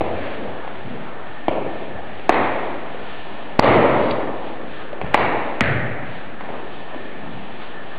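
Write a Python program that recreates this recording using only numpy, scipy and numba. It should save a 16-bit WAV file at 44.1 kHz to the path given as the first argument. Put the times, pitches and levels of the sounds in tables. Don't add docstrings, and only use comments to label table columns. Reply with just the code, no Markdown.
import sys
import numpy as np
from scipy import signal
from scipy.io import wavfile
from scipy.ndimage import uniform_filter1d
from numba import njit

SR = 44100
rng = np.random.default_rng(int(sys.argv[2]) if len(sys.argv) > 2 else 0)


def ratio(d):
    e = np.asarray(d, float) / 20
    return 10 ** e


def transcribe(signal):
    frames = np.atleast_2d(signal).T
    limited = np.clip(frames, -1, 1)
    pcm = np.round(limited * 32767).astype(np.int16)
    wavfile.write(sys.argv[1], SR, pcm)


N = 352260

# centre in Hz, decay time to -60 dB in seconds, level in dB.
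HALL_BANDS = [(58.6, 0.59, 11.5), (115.3, 1.45, 3), (269, 1.97, 2), (438.5, 1.81, 1.5), (920, 2, -6.5),
              (1656, 1.49, 2), (2720, 1.18, -2.5), (3900, 0.5, -5.5)]


def unit(x):
    return x / np.sqrt(np.mean(x ** 2))


def band(x, hz, width_hz):
    half = width_hz / hz / 2
    edge = np.sqrt(1 + half ** 2) + half
    return signal.sosfilt(signal.butter(2, [hz / edge, hz * edge], "band", fs=SR, output="sos"), x)


def walk(rate):
    hold = int(SR / rate)
    levels = np.repeat(rng.standard_normal(N // hold + 1), hold)
    slewed = uniform_filter1d(uniform_filter1d(levels, hold), hold)
    return unit(slewed[:N])


def add(into, s, x):
    start = max(int(s * SR), 0)
    into[start:start + len(x)] += x[:len(into) - start]


def ventilation():
    # frequency in Hz, density in dB per Hz.
    vent_spectrum = [(29, -48), (50, 7), (65, -11), (202, -0.5), (534, -4), (860, 0.5), (1010, -7.5),
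                     (1580, -8), (1760, -5), (2000, -14), (2840, -10.5), (4020, -41.5), (5230, -52.5),
                     (8840, -120)]
    table_hz, table_db = np.transpose(vent_spectrum)
    air, swell = 0, walk(0.71)
    for hz in 45 * 2 ** np.arange(0, 7, .5):
        db = np.interp(np.log(hz), np.log(table_hz), table_db) + 10 * np.log10(hz)
        flicker_db = 0.28 * swell + 2.1 * walk(7.9)
        air = air + ratio(db + flicker_db) * unit(band(rng.standard_normal(N), hz, 0.44 * hz))
    whistle = unit(band(rng.standard_normal(N), 1772, width_hz=110))
    return ratio(-35) * unit(air) + ratio(-48 + 3 * walk(11)) * whistle


def slides():
    # middle in seconds, length in seconds, centre in Hz, level in dB.
    sole_slides = [(.18, 0.36, 1450, -35), (0.43, 0.26, 346, -34), (0.722, 0.074, 830, -42.5),
                   (.9, .2, 160, -38), (0.955, 0.18, 302, -35.5), (1.086, 0.22, 884, -37),
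                   (4.058, 0.3, 2180, -38.5), (4.111, 0.008, 3200, -20.5), (4.62, 0.19, 407, -37.5),
                   (4.811, .06, 515, -33), (6.553, 0.2, 590, -33.5), (6.92, 0.12, 680, -36.5),
                   (7.242, 0.13, 414, -40.5), (7.298, 0.35, 150, -39), (7.635, 0.1, 935, -35.5)]
    out = np.zeros(N)
    t = np.arange(SR // 2) / SR - .25
    for s, length_s, hz, db in sole_slides:
        grains = rng.standard_normal(len(t)) * ratio(2 * rng.exponential(size=len(t)))
        swell = np.exp(-2 * (2 * t / length_s) ** 2)
        add(out, s - .25, ratio(db) * swell * unit(band(grains, hz, 1.1 * hz)))
    return out


def ring(hz, cycles):
    turns = hz * np.arange(4096) / SR
    onset = 1 - np.exp(-(turns / 0.56) ** 2)
    swing = -np.sin(2 * np.pi * turns) * onset * np.exp(-turns / cycles)
    return swing / abs(swing).max()


def thuds():
    # time in seconds, board level in dB, board pitch in Hz,
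    # joist level in dB, joist pitch in Hz.
    landings = [
        (0.013, -11, 284, -30, 90),
        (0.421, -42, 248, -36, 110),
        (1.484, -9, 298, -33, 118.5),
        (1.948, -34.5, 250, -39, 91),
        (2.294, -6, 280, -32.5, 94.3),
        (3.592, 6.5, 268, -14, 102),
        (5.034, -16.5, 165.5, -29.5, 102.2),
        (5.144, -8.5, 277.3, -39.5, 96.9),
        (5.611, -9.5, 215, -16.5, 132),
        (6.501, -19.5, 318, -48.5, 151),
    ]
    hits = []
    for s, board_db, board_hz, joist_db, joist_hz in landings:
        board = ratio(board_db) * ring(board_hz, cycles=0.46)
        joist = ratio(joist_db) * ring(joist_hz, cycles=0.53)
        hits += [(s, board, -23), (s, joist, -10)]
    return hits


def slap(s, db, hz, crack_db, hall_db, cycles):
    t = np.arange(4096) / SR
    snap = .08 * rng.standard_normal(len(t)) * np.exp(-t / .0015)
    snap[int(.5 * SR / hz)] += 1
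    crack = band(snap, 2130, 1600)
    crack = ratio(crack_db) * crack / abs(crack).max()
    crack_spread_db = 2.1
    return [(s, ratio(db) * ring(hz, cycles), hall_db),
            (s, ratio(db) * crack, hall_db + crack_spread_db)]


def steps():
    # time in seconds, peak in dB, air pocket in Hz.
    light_steps = [(0.647, -21.5, 800), (0.676, -19, 700), (1.989, -24, 675), (2.194, -24, 392),
                   (2.944, -22, 480), (3.424, -24.5, 560), (4.928, -20.5, 540), (5.013, -11, 760),
                   (6.407, -14.5, 830), (6.488, -20.5, 614), (6.944, -21, 660), (6.959, -25, 330)]
    hits = []
    for s, db, hz in light_steps:
        hits += slap(s + .001, db, hz, crack_db=-7, hall_db=-17, cycles=.8)
    return hits


def blows():
    # time in seconds, peak in dB, air pocket in Hz, skin crack in dB, hall share in dB.
    hard_blows = [(.0082, -7.5, 595, -11, -15.5), (.0134, -8, 700, -32, -15), (1.4819, 0, 665, -13.5, -18),
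                  (2.293, 7.5, 725, -5, -20), (2.2958, -3, 904, -16, -11), (3.5912, -6, 1400, -4, -16.5),
                  (3.594, 8.5, 606, -11.5, -12.5), (3.5945, 20, 900, -8.5, -23),
                  (5.138, -14.5, 1452, -3.5, -14), (5.143, 2.5, 1934, -12, -27.5),
                  (5.1447, 5, 797, -7.5, -15), (5.608, 4, 1800, -7, -19.5),
                  (5.6095, -8.5, 587, -22.5, -14.5)]
    hits = []
    for s, db, hz, crack_db, hall_db in hard_blows:
        hits += slap(s, db, hz, crack_db, hall_db, cycles=0.67)
    return hits


def wash_envelopes():
    t = np.arange(2 * SR) / SR
    shapes = []
    for hz, t60, db in HALL_BANDS:
        swell = 1 - np.exp(-(t / (0.031 + 3.0 / hz)) ** 2)
        swell += ratio(7.5) * np.exp(-t / 0.0093)
        shapes.append(ratio(db - 60 * t / t60) * swell)
    return np.array(shapes)


def hall(diffuse, shapes):
    place = int(rng.integers(N))
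    wash = np.einsum("bt,bt->t", shapes, diffuse[:, place:place + 2 * SR])
    when, sign, fade = rng.random((40, 3)).T
    at = ((.008 + .1 * when) * SR).astype(int)
    wash[at] += np.sign(sign - .2) * ratio(9.5 - 10 * fade)
    return ratio(-17) * wash


def scene():
    # delay in seconds, level in dB over the hall share.
    near_walls = [(.012, 0), (.031, 5.5), (.039, 1), (0.05, 5)]
    diffuse = np.array([band(rng.standard_normal(N + 2 * SR), hz, 0.74 * hz) for hz, _, _ in HALL_BANDS])
    shapes = wash_envelopes()
    out = np.zeros(N)
    for s, near, hall_db in thuds() + steps() + blows():
        add(out, s, near)
        add(out, s, ratio(hall_db) * signal.oaconvolve(near, hall(diffuse, shapes)))
        for delay_s, wall_db in near_walls:
            add(out, s + delay_s, ratio(wall_db + hall_db) * near)
    scrape = slides()
    out += scrape + ratio(-24) * signal.fftconvolve(scrape, hall(diffuse, shapes))[:N]
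    return (out + ventilation())[None]


@njit
def duck(x, top, attack, release, slope):
    gain, follower = np.empty(len(x)), 0.
    for i in range(len(x)):
        level = abs(x[i])
        follower += (level - follower) * (attack if level > follower else release)
        gain[i] = min(1., (top / (follower + 1e-9)) ** slope)
    return gain


def band_limit(x):
    return signal.sosfilt(signal.butter(12, 13700, fs=SR, output="sos"), x)


def record(dry):
    gain = duck(dry[0], 0.31, 1 / (0.0026 * SR), 1 / (.09 * SR), 0.42)
    gain *= duck(dry[0], 0.87, 1 / (.003 * SR), 1 / (0.025 * SR), 1.5)
    cut = signal.sosfilt(signal.ellip(9, .5, 70, 4700, fs=SR, output="sos"), dry * gain)
    cut = signal.sosfilt(signal.butter(2, 3420, fs=SR, output="sos"), cut)
    cut = signal.sosfilt(signal.butter(2, 55, "high", fs=SR, output="sos"), cut)
    offset = -.066 * (.7 + .3 * uniform_filter1d(gain, size=SR // 2))
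    clipped = np.clip(cut + offset, -1, 1)
    hiss = ratio(-89) * rng.standard_normal(N)
    return band_limit(clipped + hiss)


dry = scene()
out = record(dry)
transcribe(out)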